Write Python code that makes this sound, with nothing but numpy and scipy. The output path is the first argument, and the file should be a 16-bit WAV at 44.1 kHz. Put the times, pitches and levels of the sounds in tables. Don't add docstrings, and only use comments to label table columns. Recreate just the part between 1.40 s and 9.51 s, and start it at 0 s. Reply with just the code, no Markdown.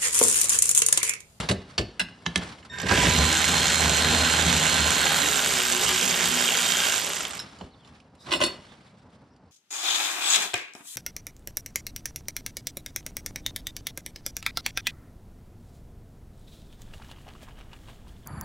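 import sys
import numpy as np
from scipy import signal
from scipy.fft import rfft, irfft
from scipy.io import wavfile
from scipy.ndimage import uniform_filter1d

SR = 44100
rng = np.random.default_rng(int(sys.argv[2]) if len(sys.argv) > 2 else 0)


def to_linear_factor(level_db):
    exponent = np.asarray(level_db, float) / 20
    return 10 ** exponent


def waveform_to_disk(signal):
    frames = np.transpose(np.atleast_2d(signal))
    scaled = np.clip(frames, -1, 1) * 32767
    samples = np.round(scaled).astype(np.int16)
    wavfile.write(sys.argv[1], SR, samples)


N = 357651


def rms_one(x):
    return x / np.sqrt(np.mean(x ** 2) + 1e-20)


def even_level(x):
    return x / np.sqrt(uniform_filter1d(x ** 2, size=6000) + 1e-9)


def in_time(rows):
    s, *columns = np.transpose(rows)
    return [np.interp(np.arange(N) / SR, s, c) for c in columns]


def drift(rate):
    r = np.exp(-80 * np.pi * rate / SR)
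    slow = signal.lfilter([1], [1, -2 * r, r * r], rng.standard_normal(N // 40 + 2002))[2000:]
    return np.interp(np.arange(N) / 40, np.arange(len(slow)), rms_one(slow))


def colour(x, points, scale=1):
    size = 4096
    hz, db = np.transpose(points)
    bins_hz = np.arange(size // 2 + 1) * SR / size
    log_gain = np.interp(np.log(bins_hz + 1), np.log(hz), scale * db * np.log(10) / 20)
    folded = irfft(log_gain)[:size // 2] * np.r_[1, np.full(size // 2 - 1, 2)]
    return signal.oaconvolve(x, irfft(np.exp(rfft(folded, size))))[:len(x)]


def resonances(x, peaks):
    out = 0
    for k, (hz, width_hz, db) in enumerate(peaks):
        r = np.exp(-np.pi * width_hz / SR)
        poles = [2, -4 * r * np.cos(2 * np.pi * hz / SR), 2 * r * r]
        out = out + (-1) ** k * to_linear_factor(db) * signal.lfilter([1 - r * r, 0, r * r - 1], poles, x + 1e-18)
    return out


def narrow(x, hz, width_hz):
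    return resonances(resonances(x, [(hz, width_hz, 0)]), [(hz, width_hz, 0)])


# (time [s], gear-mesh pitch [Hz], whine level [dB])
MOTOR = [(1.45, 2496, -56), (1.6, 3349, -38), (1.65, 3300, -35), (1.7, 3950, -32.5), (1.76, 4135, -34),
         (1.875, 4115, -34), (1.94, 4165, -34.5), (2.9, 4175, -35), (3.05, 4135, -35.5), (3.77, 4230, -37),
         (3.88, 3780, -37), (4.2, 3230, -56), (4.4, 3206, -42), (4.8, 3210, -40), (4.89, 3160, -39),
         (5.02, 3200, -37), (5.45, 3172, -33), (5.59, 2600, -36)]
MESH_PER_TURN = 52.6
COAST_S, COAST_LENGTH_S = 5.5908, .47
COAST_TURNS_PER_S, FRICTION_TURNS_PER_S2, PUSH_TURNS, PUSH_S = 43.21, 88.67, .191, .0161


def crank():
    t = np.arange(N) / SR
    turns = np.cumsum(in_time(MOTOR)[0]) / MESH_PER_TURN / SR
    since = (t - COAST_S).clip(0, COAST_LENGTH_S)
    coast = COAST_TURNS_PER_S * since - FRICTION_TURNS_PER_S2 * since ** 2 / 2
    coast = coast + PUSH_TURNS * (1 - np.exp(-since / PUSH_S))
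    return np.where(t < COAST_S, turns - turns[round(COAST_S * SR)], coast)


# (time [s], level [dB])
TOOL_LEVEL = [(1.3, -70), (1.42, -56), (1.45, -43), (1.52, -24.5), (1.64, -20.5), (2.1, -20.5),
              (3.5, -20.5), (3.9, -21.5), (4.4, -22), (5.02, -21.5), (5.5, -22), (5.83, -27.5), (5.92, -34),
              (5.96, -31), (6.0, -38), (6.04, -50)]
# (time [s], panel hum level [dB])
BINDS = [(1.52, -28.5), (1.63, -22), (1.8, -22), (2.16, -27.5), (2.459, -26), (2.74, -23), (3.09, -23),
         (3.42, -27), (3.9, -39), (4.15, -34.5), (4.468, -31.5), (4.71, -33.5), (4.9, -34)]
BIND_DB_PER_S, HUM_UNDER_TOOL_DB, HUM_FREE_DB = 72, -14.5, -8.5
LOAD_GRIND_DB, LOAD_KNOCK_DB, FREE_KNOCK_DB, IDLE_KNOCK_DB = 4.5, -9, 3.5, -5.5
BOLT_FREE_S, FREEING_S, TICK_HELD_DB, TICK_FREE_DB = 3.4, 0.36, -25.5, -16.5


def effort():
    t, (tool_db,) = np.arange(N) / SR, in_time(TOOL_LEVEL)
    bind_db = np.max([db - BIND_DB_PER_S * np.abs(t - s) for s, db in BINDS], axis=0)
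    free = ((t - BOLT_FREE_S) / FREEING_S).clip(0, 1)
    calm_db = tool_db + HUM_UNDER_TOOL_DB + HUM_FREE_DB * free
    load = ((bind_db - calm_db) / 16).clip(0, 1)
    grind_db = tool_db - 1.5 + LOAD_GRIND_DB * load
    tick_db = tool_db + TICK_HELD_DB + (TICK_FREE_DB - TICK_HELD_DB) * free
    knock_db = FREE_KNOCK_DB + LOAD_KNOCK_DB * load + IDLE_KNOCK_DB * (t > COAST_S)
    return grind_db, tick_db, np.maximum(bind_db, calm_db), knock_db


# (share of turn [0-1], pawl tick level [dB], yoke knock level [dB])
CONTACTS = [
    (0., 0, -9),
    (.21, 0, -10),
    (.44, -8, 0),
    (.8, -13, -6),
]
LOOSE_PER_TURN, IDLE_LOOSE_DB = 5, -5


def contacts(turns, peaks, column, spread_db, loose_db, burst_s):
    whole = np.arange(np.ceil(turns.min()), turns.max())[:, None]
    chance = rng.standard_normal((len(whole), len(CONTACTS)))
    slack = .015 * np.where(whole < 0, 1, .2) * chance
    fixed = whole + np.array(CONTACTS)[:, 0] + slack
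    loose = whole + rng.random((len(whole), LOOSE_PER_TURN))
    at = np.interp(np.c_[fixed, loose], turns, np.arange(N)).astype(int)
    force_db = np.r_[np.array(CONTACTS)[:, column], np.full(LOOSE_PER_TURN, loose_db)]
    force_db = force_db + IDLE_LOOSE_DB * (whole >= 0) * (force_db < -7)
    shared_db = force_db + spread_db / 2 * rng.standard_normal(at.shape).clip(-2, 1.5)
    white, out = rng.standard_normal(N), 0
    for peak in peaks:
        clicks = np.zeros(N)
        clicks[at] = to_linear_factor(shared_db + spread_db * rng.standard_normal(at.shape).clip(-2, 1.5))
        burst = signal.lfilter([1], [1, -np.exp(-1 / (burst_s * SR))], clicks + 1e-18)
        burst = burst * np.roll(white, rng.integers(N))
        out = out + to_linear_factor(1.16 * drift(4.9)) * resonances(burst, [peak])
    return out


# (pitch [Hz], width [Hz], level [dB])
PAWL = [(8600, 440, 1), (10500, 400, -3), (11700, 600, -2), (12650, 800, 4), (13900, 1200, -1)]


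def pawl_ticks(turns):
    return even_level(contacts(turns, PAWL, column=1, spread_db=2.8, loose_db=-17, burst_s=.0007))


# (pitch [Hz], width [Hz], level [dB])
YOKE = [(687, 56, -5.5), (1047, 110, -10), (1456, 156, -1.5), (1568, 160, 1.5), (1985, 340, -2),
        (2355, 220, -4), (2850, 250, 1.5), (3230, 180, 1), (3650, 400, -1.5), (4600, 680, -7.5),
        (5300, 40, -2), (6700, 1090, -3), (7430, 170, -3.5), (8080, 340, -7.5)]
# (pitch [Hz], width [Hz], level [dB])
YOKE_LOADED = [(1620, 1800, 0.0032)]
YOKE_RELIEF = 0.37


def yoke_knocks(turns, fast):
    yoke = contacts(turns, YOKE, column=2, spread_db=3.2, loose_db=-11, burst_s=.0012)
    free = np.arange(N) / SR > BOLT_FREE_S
    return even_level(yoke - YOKE_RELIEF * (1 - fast) * free * resonances(yoke, YOKE_LOADED))


# (pitch [Hz], level [dB per Hz])
GRIND_FAST = [(88, -47), (150, 0), (175, -2), (339, -7.5), (472, -7), (830, -4), (1200, -9.5), (1550, -5),
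              (2250, -8.5), (4080, -4), (4960, -12.5), (7320, -12.5), (12900, -31.5), (15600, -54.5)]
GRIND_SLOW = [(88, -36.5), (150, -9), (182, -5.5), (333, -10), (367, -3.5), (1090, -5), (1490, -6),
              (1810, -3), (3170, 0), (4160, -3.5), (7910, -6.5), (12900, -28.5), (15600, -51.5)]
# (pitch [Hz], width [Hz], level [dB])
GRIND_SWAY = [(450, 500, -10), (1500, 1200, -13), (3000, 2000, -16), (7000, 4000, -12)]


def gear_grind(teeth, fast):
    grind = fast * rms_one(colour(teeth, GRIND_FAST)) + (1 - fast) * rms_one(colour(teeth, GRIND_SLOW))
    return grind + sum(drift(13) * resonances(grind, [part]) for part in GRIND_SWAY)


# (multiple of crank speed, level over grind [dB])
STEADY_FAST = [(4, -20), (5, -27), (6, -25), (7, -24), (10, -26), (13, -22)]
STEADY_SLOW = [(3, -21), (4, -23), (6, -22)]


def crank_tones(turns, fast, driven, grind_db):
    slow = (1 - fast) * driven * (np.arange(N) / SR > BOLT_FREE_S)
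    out = 0
    for orders, share in ((STEADY_FAST, fast), (STEADY_SLOW, slow)):
        for k, db in orders:
            wave = np.sin(2 * np.pi * k * turns + .9 * drift(5))
            out = out + share * to_linear_factor(grind_db + db + 3.8 * drift(4)) * wave
    return out


def gear_whine(mesh_hz, whine_db, fast, driven):
    slowing = np.clip(np.abs(np.gradient(uniform_filter1d(mesh_hz, size=2000))) * SR / 6000, 0, 1)
    mesh = 2 * np.pi * (np.cumsum(mesh_hz + 4 * drift(3)) / SR + .008 * drift(60))
    level = to_linear_factor(whine_db - 2 * slowing + 7 + drift(25))
    second_stage = fast * to_linear_factor(-5 + 1.5 * drift(7)) * np.sin(.753 * mesh)
    return driven * level * (np.sin(mesh) + second_stage)


# (pitch [Hz], level [dB per Hz])
THUD = [(24, -46.5), (40, 1.5), (123, 4.5), (241, -5.5), (285, -6), (434, -1.5), (700, -11), (910, -32.5),
        (1540, -120)]
# (pitch [Hz], width [Hz], level [dB])
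PANEL_BOOM = [(176.7, 27.4, -3)]
# (multiple of crank speed, level [dB])
HUM_FAST = [(1, 8), (2, 1.5), (3, 1.5)]
HUM_SLOW = [(1, -11), (3, -24.5)]


def panel_hum(turns, fast):
    hum = rms_one(colour(rng.standard_normal(N), THUD)) * to_linear_factor(2.0)
    hum = hum + resonances(4.6 * hum, PANEL_BOOM)
    hum = signal.sosfilt(signal.butter(2, 48, "high", fs=SR, output="sos"), hum)
    for orders, share in ((HUM_FAST, fast), (HUM_SLOW, 1 - fast)):
        for k, db in orders:
            wave = np.sin(2 * np.pi * k * turns + 1.1 * drift(6))
            hum = hum + share * to_linear_factor(db + 1.5 * drift(8)) * wave
    return hum


# (pitch [Hz], level [dB])
CHOPPER = [(1825, -46.5), (3677, -43.5), (5534, -56), (7370, -59)]
# (time [s], tone level [dB], housing moan level [dB])
CHOPPER_ON = [(1.293, -44, -70), (1.3, -7.5, -63), (1.33, -9, -40), (1.38, -7, -37), (1.45, -13, -34.5),
              (1.52, -39, -24), (1.7, -60, -27), (1.8, -56.5, -74)]
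# (pitch [Hz], width [Hz], level [dB])
MOAN = [(990, 31, -1), (1600, 70, 5), (2300, 1300, -12.5)]
CHOPPER_DULLING_DB_PER_S = 60


def motor_start(teeth, on):
    t, (tone_db, moan_db) = np.arange(N) / SR, in_time(CHOPPER_ON)
    start_s, full_s, end_s = CHOPPER_ON[0][0], CHOPPER_ON[1][0], CHOPPER_ON[-1][0]
    flutter_db = 45 * (t - start_s).clip(0, .2) * drift(90)
    tones = 0
    for k, (hz, db) in enumerate(CHOPPER):
        dulling_db = (k > 0) * CHOPPER_DULLING_DB_PER_S * (t - full_s).clip(0)
        tones = tones + to_linear_factor(db - dulling_db) * np.sin(2 * np.pi * hz * t)
    tones = tones * to_linear_factor(tone_db + 12.5 + flutter_db) * (t > start_s) * (t < end_s)
    return tones + to_linear_factor(moan_db) * rms_one(resonances(teeth, MOAN)) * on


TRIGGER_OFF_S = 5.47


def ratchet():
    turns, t = crank(), np.arange(N) / SR
    on = (t > TOOL_LEVEL[0][0]) & (t < TOOL_LEVEL[-1][0])
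    driven = (t > MOTOR[0][0]) & (t < TRIGGER_OFF_S)
    grind_db, tick_db, hum_db, knock_db = effort()
    mesh_hz, whine_db = in_time(MOTOR)
    fast = np.clip((mesh_hz - 3300) / 700, 0, 1)
    chatter_db = 1.27 * np.cos(2 * np.pi * (turns - .45)) + 0.16 * np.cos(4 * np.pi * turns)
    teeth = rng.standard_normal(N) * to_linear_factor(chatter_db + 2.1 * drift(250))
    body = to_linear_factor(grind_db - 3.0) * (gear_grind(teeth, fast) + to_linear_factor(knock_db) * yoke_knocks(turns, fast))
    body = body + crank_tones(turns, fast, driven, grind_db)
    clicks = to_linear_factor(tick_db + 3.0 - 15.0 * (t - COAST_S).clip(0)) * pawl_ticks(turns)
    whine = gear_whine(mesh_hz, whine_db, fast, driven)
    hum = to_linear_factor(hum_db - 10.0) * panel_hum(turns, fast)
    return on * (body + clicks + whine + hum) + motor_start(teeth, on)


# (pitch [Hz], level [dB per Hz])
CRACK = [(180, -39), (300, -8.5), (1060, -1.5), (1310, -4.5), (2920, -1), (5260, -4.5), (6100, -11),
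         (8320, -23), (15000, -52.5)]
THUD_DB_PER_OCTAVE = -7.5


def knocks(table, modes, hollow, t60, ring_db, thud_gain_db, boom_db, crack_db):
    crack, edge, thud, out = np.zeros((4, N))
    t, (mode_hz, mode_db, mode_t60) = np.arange(12500) / SR, np.transpose(modes)[:, :, None]
    beat = 1 + .6 * np.cos(2 * np.pi * 0.011 * mode_hz * t) + .35 * np.cos(2 * np.pi * 0.027 * mode_hz * t)
    for s, db, hz, edge_db in table:
        i = round(s * SR)
        n = min(len(t), N - i)
        noise, chance = rng.standard_normal((3, len(t))), rng.standard_normal((2, len(modes), 1))
        dying = to_linear_factor(db - 60 * t / t60) * np.minimum(t / 0.00027, 1)
        crack[i:i + n] += (dying * noise[0])[:n]
        edge[i:i + n] += (to_linear_factor(edge_db) * dying * noise[1])[:n]
        thud_db = db + THUD_DB_PER_OCTAVE * np.log2(hz / 1000)
        slower = to_linear_factor(thud_db - 60 * t / (0.14 + t60)) * np.minimum(t / 0.0066, 1)
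        thud[i:i + n] += (slower * noise[2])[:n]
        struck_db = db + ring_db + mode_db + 0.33 * chance[0] - 4.1 * np.abs(np.log2(mode_hz / hz))
        waves = np.sin(2 * np.pi * mode_hz * t + 3 * chance[1])
        ring = np.sum(beat * to_linear_factor(struck_db - 60 * t / mode_t60) * waves, axis=0)
        ring = ring * np.minimum(t / 0.0026, 1)
        out[i:i + n] += (ring + to_linear_factor(5) * narrow(dying * noise[0], hz, 700))[:n]
    edge = signal.sosfilt(signal.butter(4, [6000, 10000], "band", fs=SR, output="sos"), edge + 1e-18)
    panels = colour(thud, hollow) + to_linear_factor(boom_db) * resonances(thud + 1e-18, PANEL_BOOM)
    return out + to_linear_factor(crack_db) * colour(crack, CRACK) + to_linear_factor(-5.5) * edge + to_linear_factor(thud_gain_db) * panels


TAKE_UP = [(1.3848, -25, 7390, -15.5), (1.3999, -20, 6120, -14), (1.416, -23.5, 7380, -5.5),
           (1.4661, -18, 1850, -11), (1.4866, -16.5, 1890, -12), (1.4916, -12.5, 1520, -24),
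           (1.5116, -9, 940, -24.5), (1.43, -24.5, 600, -26.5), (1.53, -17.5, 760, -25.5),
           (1.575, -17, 700, -24), (1.63, -16.5, 800, -26), (1.66, -16.5, 450, -24)]
TAPS = [
    (1.2496, -39, 1420, -3),
    (6.4748, -41, 805, -10),
    (6.6012, -42.5, 2570, -7),
    (6.752, -52, 956, 2.5),
    (7.4704, -54, 3500, -16),
    (7.7494, -61.5, 3000, -5),
    (7.962, -53, 4500, -15),
]
TOUCHES = [
    (1.0182, -22, 990, -35),
    (1.1847, -36, 1620, -26),
    (1.227, -35, 1900, -21),
    (6.1864, -37, 4600, -10),
    (6.2097, -24, 700, -30),
    (6.2115, -32.5, 2870, -28),
    (6.4465, -41, 3500, -21),
    (7.483, -54, 3600, -30),
    (7.703, -65, 7000, 1),
]
SNAPS = [
    (0.8575, -27, 5950, -15),
    (0.8624, -9, 3000, -29),
    (0.9579, -4.5, 3170, -4),
    (0.9765, -23, 3000, 6),
]
LAST_CLICK = [
    (5.9917, -21.5, 5300, -20),
]
SOCKET = [(2190, -11.5, .08), (2970, 5.5, 0.073), (3970, -6, .08), (4300, 1, 0.1), (5600, -12, 0.14),
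          (6390, -22, 0.059), (7250, -0.5, 0.12)]
SNAPPED = [(1750, 8, .06), (2070, 1.5, 0.079), (2660, -2, .06), (3070, 1, .08), (3400, -3, .05),
           (3898, 6, .08), (4620, -7, 0.12), (5940, -9, 0.12), (6500, 0, 0.055), (8150, -19, .1),
           (9259, -20, .1)]
LATCH = [(2820, -7, .05), (3970, 1, .07), (5320, 1, 0.092), (6600, -16, 0.084), (8900, -21, .15),
         (9598, -21, .15), (10470, -24, .15), (11040, -25, .15), (13000, -26, .12), (14200, -26, .12)]


def tool_knocks():
    out = knocks(TAKE_UP, SOCKET, THUD, t60=0.043, ring_db=-31.5, thud_gain_db=10.5, boom_db=3.5, crack_db=4.5)
    out += knocks(TAPS, SOCKET, THUD, t60=0.039, ring_db=-28, thud_gain_db=2.0, boom_db=16.0, crack_db=2.0)
    out += knocks(TOUCHES, SOCKET, THUD, t60=0.042, ring_db=-17, thud_gain_db=5.5, boom_db=5.5, crack_db=-16)
    out += knocks(SNAPS, SNAPPED, THUD, t60=0.021, ring_db=-20, thud_gain_db=4.0, boom_db=21.0, crack_db=3.0)
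    out += knocks(LAST_CLICK, LATCH, THUD, t60=0.04, ring_db=-5, thud_gain_db=0.5, boom_db=5, crack_db=-4)
    return out


# (time [s], peak level [dB], colour [Hz])
TICKS = [(0.0881, -33, 11000), (0.3795, -41, 12000), (0.596, -30, 12000), (0.958, -39, 13000),
         (1.178, -58, 12000), (1.228, -44, 2200), (1.4005, -26, 12000), (1.417, -22, 11000),
         (1.4665, -34, 11000), (1.475, -34, 11000), (1.484, -32, 11000), (5.882, -36, 7000),
         (5.951, -39, 6500), (5.967, -37, 6500), (5.981, -42, 6500), (6.188, -39, 6500), (6.475, -42, 5000),
         (6.752, -52, 8300), (7.705, -61, 8000), (7.965, -58, 7000)]
TICK_T60_S, TICK_WIDTH = 0.0046, 0.62


def ticks():
    out, t = np.zeros(N), np.arange(600) / SR
    for s, db, hz in TICKS:
        burst = to_linear_factor(db + 1 - 60 * t / TICK_T60_S) * rng.standard_normal(len(t))
        out[round(s * SR):][:len(t)] += narrow(burst, hz, TICK_WIDTH * hz)
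    return out


def lifted(modes, gain_db):
    return [(hz, db + gain_db, t60) for hz, db, t60 in modes]


SEATING = [(0.0005, -30, 7300, 2), (0.0074, -22, 2870, -11), (0.0881, -11, 3780, -10),
           (0.0959, -15.5, 1820, -13), (0.104, -28.5, 605, -20), (0.1113, -15.5, 3800, -3),
           (0.3791, -11.5, 4300, -33), (0.382, -13.5, 4440, -26.5), (0.385, -18.5, 2800, -27),
           (0.388, -24.5, 1120, -30), (0.41, -26, 2570, -24)]
CHATTER = [
    (0.595, -24.5, 2850, 3.5),
    (0.599, -23, 3400, -9.5),
    (0.6027, -29, 4180, -12),
    (0.607, -28, 1600, -10),
    (0.612, -29.5, 2630, -3),
    (0.6853, -47, 2820, -22),
]
SEATED = [(1740, 1.5, 0.077), (2000, -10, 0.05), (2450, -18, 0.067), (2870, 7, 0.055), (3500, 3, 0.074),
          (3780, 5, 0.039), (4440, 7.5, 0.075), (5240, -8, 0.11), (5800, -13, .07), (6470, -11, 0.073),
          (7350, -3.5, 0.1), (6400, -2, 0.1), (8540, -15, 0.12), (9300, -20.5, 0.13)]
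BRIGHT = [(3460, 4, .12), (5900, -10, .1), (6700, -1.5, .12), (7400, -0.5, .15), (8156, 2, 0.15),
          (8700, -5, 0.11), (9545, -8, .2), (10380, -11, 0.18), (11140, -12, .25), (11650, -11, .15),
          (12300, -14, .12), (12900, -12, .2), (13700, -10, .15), (14400, -7.5, .1)]
EXTENSION = [(1504, 2, 0.033), (1610, 9, 0.05), (2030, 6, 0.032), (2630, 3, .07), (2820, 12, 0.03),
             (3410, 0, 0.05), (4000, 3, 0.07), (4180, 4, 0.037), (5230, 0.5, 0.11), (6530, 0, .05),
             (8200, -2, 0.086), (9700, -23, 0.21), (11200, -17, 0.14), (12900, -25, 0.092)]


def seating():
    modes = SEATED + lifted(BRIGHT, -15)
    out = knocks(SEATING, modes, THUD, t60=0.054, ring_db=-19.0, thud_gain_db=18.5, boom_db=7, crack_db=2.5)
    return out + knocks(CHATTER, EXTENSION, THUD, t60=0.067, ring_db=-5.5,
                        thud_gain_db=5.0, boom_db=24.5, crack_db=6.5)


LAYING_DOWN = [(6.8673, -41, 1180, -22), (6.8878, -35.5, 1040, -24), (6.9075, -27, 4400, -30),
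               (6.9169, -18.5, 2900, -32), (6.9239, -16, 2880, -19), (6.9352, -16.5, 2880, -20.5),
               (6.9493, -23, 3450, -6), (7.003, -23.5, 1050, 3), (7.0125, -15, 2870, -8),
               (7.0214, -19, 2840, 0.5), (7.0354, -15, 4000, 0), (7.0458, -24.5, 4390, -1),
               (7.0622, -30.5, 3040, 12), (7.0792, -31.5, 2540, -23), (7.1025, -42, 1960, -15)]
PANEL = [(350, 4, 0.08), (507, -19, .12), (628, 1.5, 0.075), (1034, 5.5, 0.069), (1496, -3.5, 0.13),
         (2003, -2, 0.075), (2570, -2, 0.12), (2880, 2, 0.13), (3040, -17, 0.124), (3650, -3, 0.14),
         (3980, -6, 0.14), (4410, -2.5, 0.23), (5300, -4, 0.16), (5335, -15, 0.34)]
# (pitch [Hz], level [dB per Hz])
PANEL_THUD = [(35, -58.5), (60, -30), (379, 11), (465, -8), (572, 8.5), (800, -7), (1040, -78),
              (1760, -120)]


def laying_down():
    return knocks(LAYING_DOWN, PANEL + lifted(BRIGHT, -10.5), PANEL_THUD, t60=0.06, ring_db=-7.5,
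                  thud_gain_db=11.0, boom_db=-14.0, crack_db=2.5)


# (time [s], level [dB])
HANDS = [(0.0, -29.5), (0.074, -39.5), (0.16, -50.5), (0.69, -58), (0.91, -48), (1.028, -37),
         (1.154, -50.5), (1.4, -61), (5.99, -49), (6.26, -51.5), (6.3, -60.5), (6.82, -68), (6.87, -41.5),
         (7.04, -39), (7.19, -50), (7.32, -52), (7.5, -63), (8.11, -71.5)]
# (pitch [Hz], level [dB])
RUSTLE = [(710, -2.5), (1200, 0.5), (2700, -5.5), (3030, -4), (3870, -4.5), (4570, -5.5), (5400, -8.5),
          (6000, -12.5), (9000, -21.5), (14000, -45)]
# (time [s], length [s], level [dB])
RUBS = [
    (0.27, 0.1, -56.5),
    (1.0, 0.18, -53.5),
    (5.7, 0.41, -47.5),
    (1.245, .03, -52),
    (6.432, 0.085, -58.5),
    (6.5, .1, -60.5),
    (6.77, .1, -63),
    (7.443, .07, -62),
    (7.558, 0.056, -67),
    (7.72, 0.057, -70),
]
# (time [s], length [s], pitch [Hz], level [dB])
SQUEAKS = [
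    (6.78, 0.086, 3780, -55),
    (6.793, .07, 4860, -56.5),
]
# (pitch [Hz], width [Hz], level [dB])
FAR_HISS = [(4800, 1700, 0)]


def gloves():
    t, white = np.arange(N) / SR, rng.standard_normal(N)
    grains = white * to_linear_factor(2 * drift(40) + drift(400))
    rubs = sum(to_linear_factor(db) * np.sin(np.pi * ((t - s) / length).clip(0, 1)) for s, length, db in RUBS)
    out = (to_linear_factor(in_time(HANDS)[0] - 1.0) + rubs) * rms_one(colour(grains, RUSTLE))
    hiss = resonances(resonances(white[::-1], FAR_HISS), FAR_HISS)
    out += to_linear_factor(-77.5 + 1.5 * drift(5)) * rms_one(hiss)
    for s, length, hz, db in SQUEAKS:
        swell = np.sin(np.pi * ((t - s) / length).clip(0, 1))
        out += to_linear_factor(db) * swell * rms_one(resonances(white, [(hz, 220, 0)]))
    return out


# (time [s], length [s], top pitch [Hz], end pitch [Hz], level [dB])
CHIRPS = [
    (6.306, 0.05, 4550, 3400, -60),
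    (6.335, .085, 4620, 4300, -69),
    (6.39, 0.057, 3550, 2900, -60.5),
    (7.28, .075, 3750, 2950, -58),
    (7.905, .05, 5700, 5100, -74.5),
]
CHIRP_START, CHIRP_TOP_AT = .84, .3


def birds():
    t, out, waver_hz = np.arange(N) / SR, 0, 150 * drift(200)
    for s, length, top_hz, end_hz, db in CHIRPS:
        part = ((t - s) / length).clip(0, 1)
        hz = np.interp(part, [0, CHIRP_TOP_AT, 1], [CHIRP_START * top_hz, top_hz, end_hz]) + waver_hz
        swell = np.sqrt(2 * np.sin(np.pi * part).clip(0))
        out = out + to_linear_factor(db) * swell * np.sin(2 * np.pi * np.cumsum(hz) / SR)
    return out * to_linear_factor(3.2 * drift(60))


# (pitch [Hz], level [dB per Hz])
YARD = [(15, -46), (25, -21.5), (92, -11), (171, -11), (245, -11), (374, -22.5), (405, -20), (753, -21.5),
        (920, -22.5), (3000, -43.5), (3900, -86), (6600, -120)]
YARD_DB, HANDLING_DB = -53.5, -2


def yard():
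    middle, left, right = [rms_one(colour(rng.standard_normal(N), YARD)) for _ in "mlr"]
    level = np.hypot(to_linear_factor(YARD_DB), to_linear_factor(in_time(HANDS)[0] + HANDLING_DB))
    return level * to_linear_factor(2.0 * drift(14.0)) * (middle + 0.092 * np.array([left, right]))


def echoes(t60):
    t = np.arange(30000) / SR
    tail = rng.standard_normal(len(t)) * to_linear_factor(-60 * t / t60)
    return tail / np.sqrt(np.sum(tail ** 2))


# (pitch [Hz], level [dB])
SCATTER = [(100, -32), (380, -34), (550, -16), (1100, -13), (2200, -8), (5000, -26), (8000, 2), (13000, -7)]
BAY_T60_S, YARD_T60_S, YARD_ECHO_DB = 0.023, 0.42, -9.5


def yard_echo(x):
    dull = signal.lfilter([.3], [1, -.9, .2], echoes(YARD_T60_S))
    return to_linear_factor(YARD_ECHO_DB) * signal.oaconvolve(x, dull)[:N]


def place(x, pan, scatter_db):
    shift = 2.37 * drift(10.0)
    near = 0
    for turn in (np.sin, np.cos):
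        near = near + turn(shift) * signal.oaconvolve(x, echoes(BAY_T60_S)[:4000])[:N]
    far, other = yard_echo(x), yard_echo(x)
    side = colour(to_linear_factor(scatter_db) * near + other, SCATTER)
    return np.array([colour(x, pan, .5) + side, colour(x, pan, -.5) - side]) + far


# (pitch [Hz], left over right [dB])
TOOL_PAN = [(60, -.3), (400, -.8), (650, -4.8), (1200, -10), (2500, -3.2), (4500, -2.5), (8000, -11),
            (13000, -1)]
KNOCK_PAN = [(200, -.3), (1500, -1.5), (8000, -1)]


def scene():
    tool = ratchet() + tool_knocks() + ticks()
    middle = seating() + laying_down() + gloves() + birds()
    return place(tool, TOOL_PAN, scatter_db=2.5) + place(middle, KNOCK_PAN, scatter_db=9.5) + yard()


def band_limit(x):
    return signal.sosfilt(signal.butter(12, 15760, fs=SR, output="sos"), x)


# (pitch [Hz], level [dB])
MICROPHONE = [(30, -18), (60, -2), (13500, -4), (14500, -16), (16000, -11)]
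HEADROOM = .8


def record(dry):
    top = signal.cheby2(12, 60, 16250, fs=SR, output="sos")
    heard = HEADROOM * np.tanh(np.array([colour(x, MICROPHONE) for x in dry]) / HEADROOM)
    return band_limit(signal.sosfilt(top, heard))


dry = scene()
out = record(dry)
waveform_to_disk(out)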